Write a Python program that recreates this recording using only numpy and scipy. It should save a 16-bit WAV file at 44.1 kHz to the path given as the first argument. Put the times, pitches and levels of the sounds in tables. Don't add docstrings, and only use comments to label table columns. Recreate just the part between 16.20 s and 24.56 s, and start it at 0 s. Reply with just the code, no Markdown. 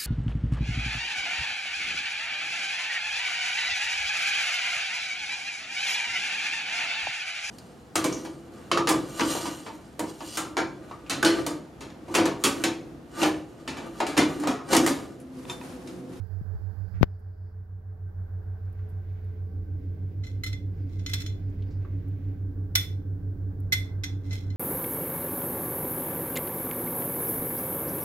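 import sys
import numpy as np
from scipy import signal
from scipy.fft import rfft, irfft, next_fast_len
from scipy.io import wavfile
from scipy.ndimage import minimum_filter1d

SR = 44100
rng = np.random.default_rng(int(sys.argv[2]) if len(sys.argv) > 2 else 0)


def file_out(sig):
    cols = np.atleast_2d(sig).T
    lim = np.clip(cols, -1, 1)
    pcm = np.round(lim * 32767).astype(np.int16)
    wavfile.write(sys.argv[1], SR, pcm)


N = 368676
TIME = np.arange(N) / SR


# (time [s], clash level [dB], low plate mode [dB re clash],
# fork ring [dB re clash], treble lift [dB], chatter time [s])
FORK_HITS = [(4.036, -53, 7, 4, -16, 0.018), (4.067, -47.5, 6, -6, -6.5, 0.004),
             (4.235, -36, 8.5, 2, -1, 0.011), (4.2614, -40, 5.5, 3, -3, 0.023),
             (4.328, -40.5, 6.5, -9, -10, 0.0075), (4.793, -51, -10, -11, -21, 0.0076),
             (4.862, -31, -9, -4, -9.5, 0.0044), (4.893, -40, 1, -14, -2, 0.0077),
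             (4.9332, -26.5, -8.5, -6.5, -3.5, 0.011), (5.0005, -41, -9, -12, -3, 0.018),
             (5.017, -40, -9, -8, -5, .007), (5.0618, -37, -16, -4.5, -7.5, 0.0058),
             (6.5526, -15, -8.5, -13, 3, .009), (7.522, -22.5, 4, -13, 1.5, 0.01),
             (7.527, -25.5, 7, -8.5, -6, .015), (7.8351, -31.5, 1.5, -15, -8, 0.011),
             (7.8411, -33.5, -3.5, -20, -13, 0.007), (8.107, -48, 9, -0.5, -17, 0.014),
             (8.1276, -41, -1.5, -6, -3, .012), (8.3017, -55, 3, -1.5, -28, 0.0073)]
# (pitch [Hz], level [dB], t60 [s])
PLATE_LOW_MODES = [(2047, 1, .095), (2085, -4, .05)]
# (pitch [Hz], level [dB], t60 [s])
PLATE_HIGH_MODES = [(3480, -12, 0.26), (3558, -12.5, .13), (5400, -13.5, .09), (5280, -9, 0.063),
                    (5850, -9.5, 0.11), (6860, -14.5, 0.085), (8230, -21.5, .13), (8400, -16.5, 0.051),
                    (9900, -18.5, 0.085), (10709, -21.5, .11), (12300, -20, .12), (11900, -8, 0.092)]
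# (pitch [Hz], level [dB], t60 [s])
FORK_MODES = [(1343, -6, 0.065), (3058, 0.5, 0.051), (4106, 4.5, 0.071), (6530, -11.5, 0.076),
              (6890, -11, 0.14), (11200, -14, .1)]

def clinks():
    out, t = np.zeros((2, N)), TIME[:SR // 3]
    bloom = 1 - np.exp(-t / 0.0027)
    for s, clash_db, plate_db, fork_db, treble_db, chatter_s in FORK_HITS:
        chatter = np.exp(-(t / chatter_s) ** 2)
        buzz_tail = from_db(-14.5 - 60 * t / 0.15)
        envelope = (chatter + buzz_tail) * (1 - np.exp(-t / 0.0026))
        buzz = clash(stereo_noise(-0.31, size=len(t)), treble_db) * envelope * pan_db(0.2, 2.2)
        body = from_db(plate_db) * rings(t, PLATE_LOW_MODES, 0, right_lag_rad=1.86) * pan_db(-0.8, 0.8)
        china = from_db(-0.5) * rings(t, PLATE_HIGH_MODES, treble_db)
        steel = from_db(fork_db) * rings(t, FORK_MODES, treble_db)
        attack = 1 - np.exp(-t / (0.15 * chatter_s))
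        add(out, s, from_db(clash_db) * (buzz + body * bloom + (china + steel) * attack))
    return out


# (centre [Hz], width [Hz], level [dB])
CLASH_BANDS = [(1100, 500, -18.5), (1575, 120, -3.5), (2040, 99, 0), (2480, 200, -2.5), (3430, 130, 2),
               (4060, 210, 0), (4710, 230, -8), (5325, 170, 0.5), (5720, 75, 0.5), (6626, 95, 0.5),
               (7100, 200, -15), (8200, 180, -5.5), (9940, 100, -7.5), (10500, 200, -11.5),
               (11620, 150, -7), (12600, 220, -9.5), (13450, 220, -10.5), (14650, 270, -12),
               (15600, 150, -18.5)]

def clash(contact, treble_db):
    f = np.geomspace(400, 17000, 600)
    bands = sum(from_db(db) ** 2 * np.exp(-.5 * ((f - hz) / width) ** 2) for hz, width, db in CLASH_BANDS)
    gain = np.sqrt(from_db(-20) ** 2 + bands) * brightness(f, treble_db)
    return colour(contact, np.c_[f, 20 * np.log10(gain)])


def rings(t, modes, treble_db, scatter_db=2.0, right_lag_rad=1.77):
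    out = 0
    for hz, db, t60 in modes:
        gain = from_db(db + rng.normal(0, scatter_db, (2, 1))) * brightness(hz, treble_db)
        phase = rng.uniform(0, 2 * np.pi) - np.array([[0], [right_lag_rad + rng.normal(0, .15)]])
        out = out + gain * ring(t, hz, t60, phase)
    return out


def brightness(hz, treble_db):
    return from_db(treble_db * np.interp(hz, [7000, 11000], [0, 1]))


# (time at full speed [s], relative level [dB], hold [s])
FORK_SLIDES = [(4.05, -56, 0.038), (4.7, -64, 0.21), (4.89, -46, 0.067), (5.05, -55, .04),
               (8.04, -59.5, 0.069), (8.12, -47.5, 0.045), (8.22, -65, 0.16)]
SLIPS_PER_S, SLIP_SPREAD_DB = 1100, 2

def slides():
    t = TIME[:SR // 4]
    sizes = from_db(SLIP_SPREAD_DB * rng.standard_normal(N)) * rng.standard_normal((2, N))
    slips = rms_one((rng.random(N) < SLIPS_PER_S / SR) * sizes)
    speed = swells(FORK_SLIDES, rise_db_per_s=598, fall_db_per_s=198.5)
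    china = rings(t, PLATE_LOW_MODES, 0) + 0.73 * rings(t, PLATE_HIGH_MODES, treble_db=-8)
    body = rms_one(china + 0.5 * rings(t, FORK_MODES, 0)) / np.sqrt(len(t))
    ringing = signal.fftconvolve(speed * slips, body, axes=1)[:, :N]
    rasp = speed * clash(slips, treble_db=-5.5)
    return (0.6 * ringing + 0.63 * rasp) * pan_db(-2.5, 1.5)


# (time [s], peak [dB], centre [Hz], decay [s])
WET_SMACKS = [(0.735, -46.5, 1510, 0.053), (0.993, -57, 11900, 0.0092), (2.527, -57, 12200, 0.0031),
              (2.589, -53, 1480, .0097), (2.687, -57, 12750, 0.017), (3.046, -61, 11800, 0.0052),
              (5.421, -50.5, 2820, 0.0075), (5.504, -58, 4720, 0.024), (5.647, -43, 1060, 0.012),
              (5.88, -58, 13000, 0.0073), (7.402, -53, 13040, .002)]

def smacks():
    out, t = np.zeros((2, N)), TIME[:SR // 3]
    for s, db, hz, decay_s in WET_SMACKS + chew_smacks():
        crackle = stereo_noise(0.89, size=len(t)) * from_db(5.6 * rng.standard_normal(len(t)))
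        envelope = np.exp(-t / decay_s) * (1 - np.exp(-t / (0.2 * decay_s)))
        burst = resonate(resonate(crackle * envelope, hz, .6 * hz), hz, .6 * hz)
        add(out, s, from_db(db) * burst / np.abs(burst).max())
    return out


# (start [s], relative level [dB], hold [s])
CHEW_BOUTS = [(2.5, -73.5, .7), (3.6, -75.5, .9), (4.6, -72, 1.514)]
BOUT_RISE_DB_PER_S, BOUT_FALL_DB_PER_S, STROKES_PER_S = 44.5, 89.5, 2.9

def chewing():
    effort = swells(CHEW_BOUTS, BOUT_RISE_DB_PER_S, BOUT_FALL_DB_PER_S)
    pulse = from_db(1.5 * strokes() + 1.4 * drift(40))
    rustle = colour(stereo_noise(0.17), AIRY_EQ)
    return effort * pulse * rustle * pan_db(-5, 2.5)


def chew_smacks(peak_db=-68, centre_hz=5500, decay_s=0.008):
    times = np.concatenate([s + np.arange(0, hold_s, 1 / STROKES_PER_S) for s, _, hold_s in CHEW_BOUTS])
    scatter = rng.uniform(-1.7, 1, (len(times), 3))
    return [(s + .06 * late, peak_db + 4 * loud, centre_hz * 2 ** (1.2 * high), decay_s)
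            for s, (late, loud, high) in zip(times, scatter)]


# (start [s], relative level [dB], hold [s])
LICK_BOUTS = [(0, -82.5, .55), (.68, -76.5, 0.09), (.95, -78.5, .35), (2.3, -90, 2.4), (4.6, -81, 0.97)]

def licking():
    tongue = strokes()
    sizzle = rms_one(resonate(resonate(stereo_noise(.5), 4700, 900), 4900, 900))
    effort = swells(LICK_BOUTS, BOUT_RISE_DB_PER_S, BOUT_FALL_DB_PER_S)
    return effort * from_db(2.0 * tongue + 1.1 * drift(35)) * sizzle * pan_db(-5, 1.5)


def strokes():
    return np.sin(2 * np.pi * np.cumsum(STROKES_PER_S + .4 * drift(2)) / SR)


# (time [s], level [dB], start pitch [Hz], t60 [s])
FINGER_THUMPS = [(0.212, -23.5, 177, 0.098), (.349, -24, 108, 0.22), (.742, -28.5, 114, 0.29),
                 (0.8112, -7.5, 198, 0.12), (.83, 0, 1940, 0.037), (.84, -17, 1500, 0.013)]
PEEL_AT_S, PEEL_SWELL_S, PEEL_FADE_S, PEEL_DB = 0.8305, 0.0031, 0.0048, -25
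# (frequency [Hz], level [dB])
SKIN_EQ = [(300, 3), (1700, 6.5), (3000, -2.5), (5500, -7), (8500, -37), (12000, -16.5), (16000, -19.5)]

def finger():
    out, t = np.zeros(N), TIME[:SR // 5]
    for s, db, hz, t60 in FINGER_THUMPS:
        octave_drop_s = 0.019 * (200 / hz) ** 2
        cycles = hz * octave_drop_s * np.log1p(t / octave_drop_s)
        envelope = (1 - np.exp(-10 * hz * t)) * 1000 ** (-t / t60)
        add(out, s, -from_db(db) * np.sin(2 * np.pi * cycles) * envelope)
    add(out, PEEL_AT_S, from_db(-30.5) * ring(t, hz=1540, t60=0.041))
    since = TIME - PEEL_AT_S
    peel = np.exp(np.maximum(np.minimum(since / PEEL_SWELL_S, -since / PEEL_FADE_S), -20))
    rustle = from_db(PEEL_DB) * peel * colour(rng.standard_normal(N), SKIN_EQ)
    return (out + rustle) * pan_db(0, -34)


# (time [s], pitch [Hz])
BLADE_PITCH = [(0, 92.65), (1.4, 92.5), (3.4, 90.44), (4, 94.3), (8.36, 95.38)]
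# (time [s], detune [Hz])
BLADE_DETUNE = [(0, 6.38), (1, 6.52), (3, 6.53), (5.2, 6.25), (8.36, 5.62)]
# (pitch [Hz], relative level [dB], waver [dB])
MOTOR_TONES = [(33.1, -20, 2), (62.7, -18, 2.5), (188, -32.5, 4)]
# (pitch [Hz], relative level [dB])
WHINE_TONES = [(430.7, -55), (619, -68), (764, -69.5), (1150, -75.5), (1545, -71.5)]
# (time [s], gain [dB])
WHINE_FADER = [(3.3, -2), (4.3, -6)]

def fans():
    cycles = np.cumsum(automation(BLADE_PITCH) + .9 * drift(3)) / SR
    beats = np.cumsum(automation(BLADE_DETUNE)) / SR
    slow_fan = np.sin(2 * np.pi * cycles)
    fast_fan = from_db(-4.3 + drift(2)) * np.sin(2 * np.pi * (cycles + beats))
    motor = sum(from_db(db + waver_db * drift(5)) * np.sin(2 * np.pi * np.cumsum(hz + 1.2 * drift(4)) / SR)
                for hz, db, waver_db in MOTOR_TONES)
    whine = sum(from_db(db) * rms_one(resonate(resonate(stereo_noise(0.077), hz, 20), hz, 20))
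                for hz, db in WHINE_TONES)
    hum = from_db(-29.1) * (slow_fan + fast_fan) + from_db(-25.5) * motor
    return hum * pan_db(-2, 0) + from_db(automation(WHINE_FADER)) * whine


# (frequency [Hz], level [dB])
RUMBLE_EQ = [(20, -6), (45, 0), (80, 1), (165, 2), (235, -9), (400, -9.5), (520, -17.5), (700, -34)]
RUSH_EQ = [(330, -20.5), (520, 0.5), (780, 0), (1200, -8), (1600, -3.5), (2100, -20), (2800, -41)]
AIRY_EQ = [(1200, -18.5), (2000, 5), (2600, -2.5), (3500, -7.5), (5000, -14.5), (7000, -18)]
# (time [s], relative level [dB])
DRAUGHT_FADER = [(1.5, -73), (3.1, -67), (3.4, -51.5), (4.6, -50), (4.9, -47.5), (6.6, -50), (8.36, -48)]
RUSH_FADER = [(0, -57.5), (2.7, -59.5), (3.5, -65.5), (7.3, -63), (8.36, -58.5)]

def air():
    draught_db = automation(DRAUGHT_FADER)
    rumble_db = -43 + 0.28 * (draught_db - draught_db.max())
    rumble = from_db(rumble_db) * colour(stereo_noise(0.81), RUMBLE_EQ)
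    drone = from_db(draught_db + 1) * rms_one(resonate(resonate(stereo_noise(.93), 280, 22), 288, 38))
    rush = from_db(automation(RUSH_FADER) - 1.5 + drift(22)) * colour(stereo_noise(0.21), RUSH_EQ)
    airy = from_db(-81 + 0.68 * drift(11)) * colour(stereo_noise(0.24), AIRY_EQ)
    return (rumble + drone + rush + airy) * pan_db(-1, 0.8)


# (frequency [Hz], level [dB])
HISS_EQ = [(2000, -6.5), (5000, -3.5), (6500, -7), (8500, -11), (10500, -8), (12500, -2), (16000, -0.5)]

def microphone_hiss():
    return from_db(-76.5) * colour(stereo_noise(0.11), HISS_EQ) * pan_db(-1, 0.8)


def room(x, low_t60_s=0.33, high_t60_s=0.29):
    t = TIME[:SR // 2]
    noise = stereo_noise(0, size=len(t))
    lows = signal.sosfilt(signal.butter(2, 6000, fs=SR, output="sos"), noise)
    tail = lows * from_db(-60 * t / low_t60_s) + 0.69 * (noise - lows) * from_db(-60 * t / high_t60_s)
    tail *= 1 - np.exp(-t / 0.0015)
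    return signal.fftconvolve(x, tail / np.sqrt(np.sum(tail ** 2) / 2), axes=1)[:, :N]


THRESHOLD_DB, ATTACK_S, HOLD_S, RELEASE_DB_PER_S = -8, 0.044, 0.8, 14
LINGER_SHARE, CREEP_DB_PER_S = 0.38, 0.8

def gain_control(x):
    sidechain = signal.sosfilt(signal.butter(2, 1000, fs=SR, output="sos"), x)
    over_db = np.maximum(20 * np.log10(np.abs(sidechain).max(axis=0) + 1e-9) - THRESHOLD_DB, 0)
    half = int(HOLD_S * SR / 2)
    held_db = -minimum_filter1d(-over_db, 2 * half + 1, origin=half, mode="constant")
    release_db, creep_db = RELEASE_DB_PER_S * TIME, CREEP_DB_PER_S * TIME
    quick_db = np.maximum.accumulate(held_db + release_db) - release_db
    slow_db = np.maximum.accumulate(LINGER_SHARE * held_db + creep_db) - creep_db
    pole = np.exp(-1 / (ATTACK_S * SR))
    cut_db = signal.lfilter([1 - pole], [1, -pole], np.maximum(quick_db, slow_db))
    return x * from_db(-cut_db)


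def from_db(db):
    return np.exp(np.log(10) / 20 * np.asarray(db))


def pan_db(left, right):
    return from_db([[left], [right]])


def rms_one(x):
    return x / np.sqrt(np.mean(x ** 2) + 1e-20)


def automation(points):
    return np.interp(TIME, *np.transpose(points))


def swells(rows, rise_db_per_s, fall_db_per_s):
    shapes = [db - rise_db_per_s * np.maximum(s - TIME, 0)
              - fall_db_per_s * np.maximum(TIME - s - hold_s, 0) for s, db, hold_s in rows]
    return from_db(np.maximum(np.max(shapes, axis=0), -200))


def add(out, s, sound):
    i = int(s * SR)
    out[..., i:i + sound.shape[-1]] += sound[..., :N - i]


def drift(rate_hz):
    knots = rng.standard_normal(int(N / SR * rate_hz) + 3)
    return rms_one(np.interp(TIME * rate_hz, np.arange(len(knots)), knots))


def colour(x, eq):
    hz, db = np.transpose(eq)
    size = next_fast_len(x.shape[-1])
    f = np.maximum(np.fft.rfftfreq(size, 1 / SR), 1)
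    gain = from_db(np.interp(np.log(f), np.log(hz), db, left=-90, right=-90))
    return rms_one(irfft(rfft(x, size) * gain, size)[..., :x.shape[-1]])


def stereo_noise(correlation, size=N):
    mid, side = rng.standard_normal((2, size))
    return np.sqrt((1 + correlation) / 2) * mid + np.sqrt((1 - correlation) / 2) * side * [[1], [-1]]


def resonate(x, hz, width_hz):
    r = np.exp(-np.pi * width_hz / SR)
    feedback = [1, -2 * r * np.cos(2 * np.pi * hz / SR), r * r]
    return signal.lfilter(np.array([1, 0, -1]) * (1 - r * r) / 2, feedback, x)


def ring(t, hz, t60, phase=0):
    return np.sin(2 * np.pi * hz * t + phase) * 1000 ** (-t / t60)


def scene():
    meal = clinks() + slides() + smacks() + licking() + chewing()
    covered = np.interp(TIME, [.81, .85], [1, 0]) * np.array([[1], [0]])
    meal_and_fans = (meal + from_db(-10) * room(meal) + fans()) * from_db(-17 * covered)
    air_bed = air() * from_db(-10.5 * covered)
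    return meal_and_fans + air_bed + microphone_hiss() + finger()


def record(dry):
    high_cut = signal.ellip(10, .1, 80, 15900, fs=SR, output="sos")
    return signal.sosfilt(high_cut, np.clip(gain_control(dry), -1, 1))


dry = scene()
out = record(dry)
file_out(out)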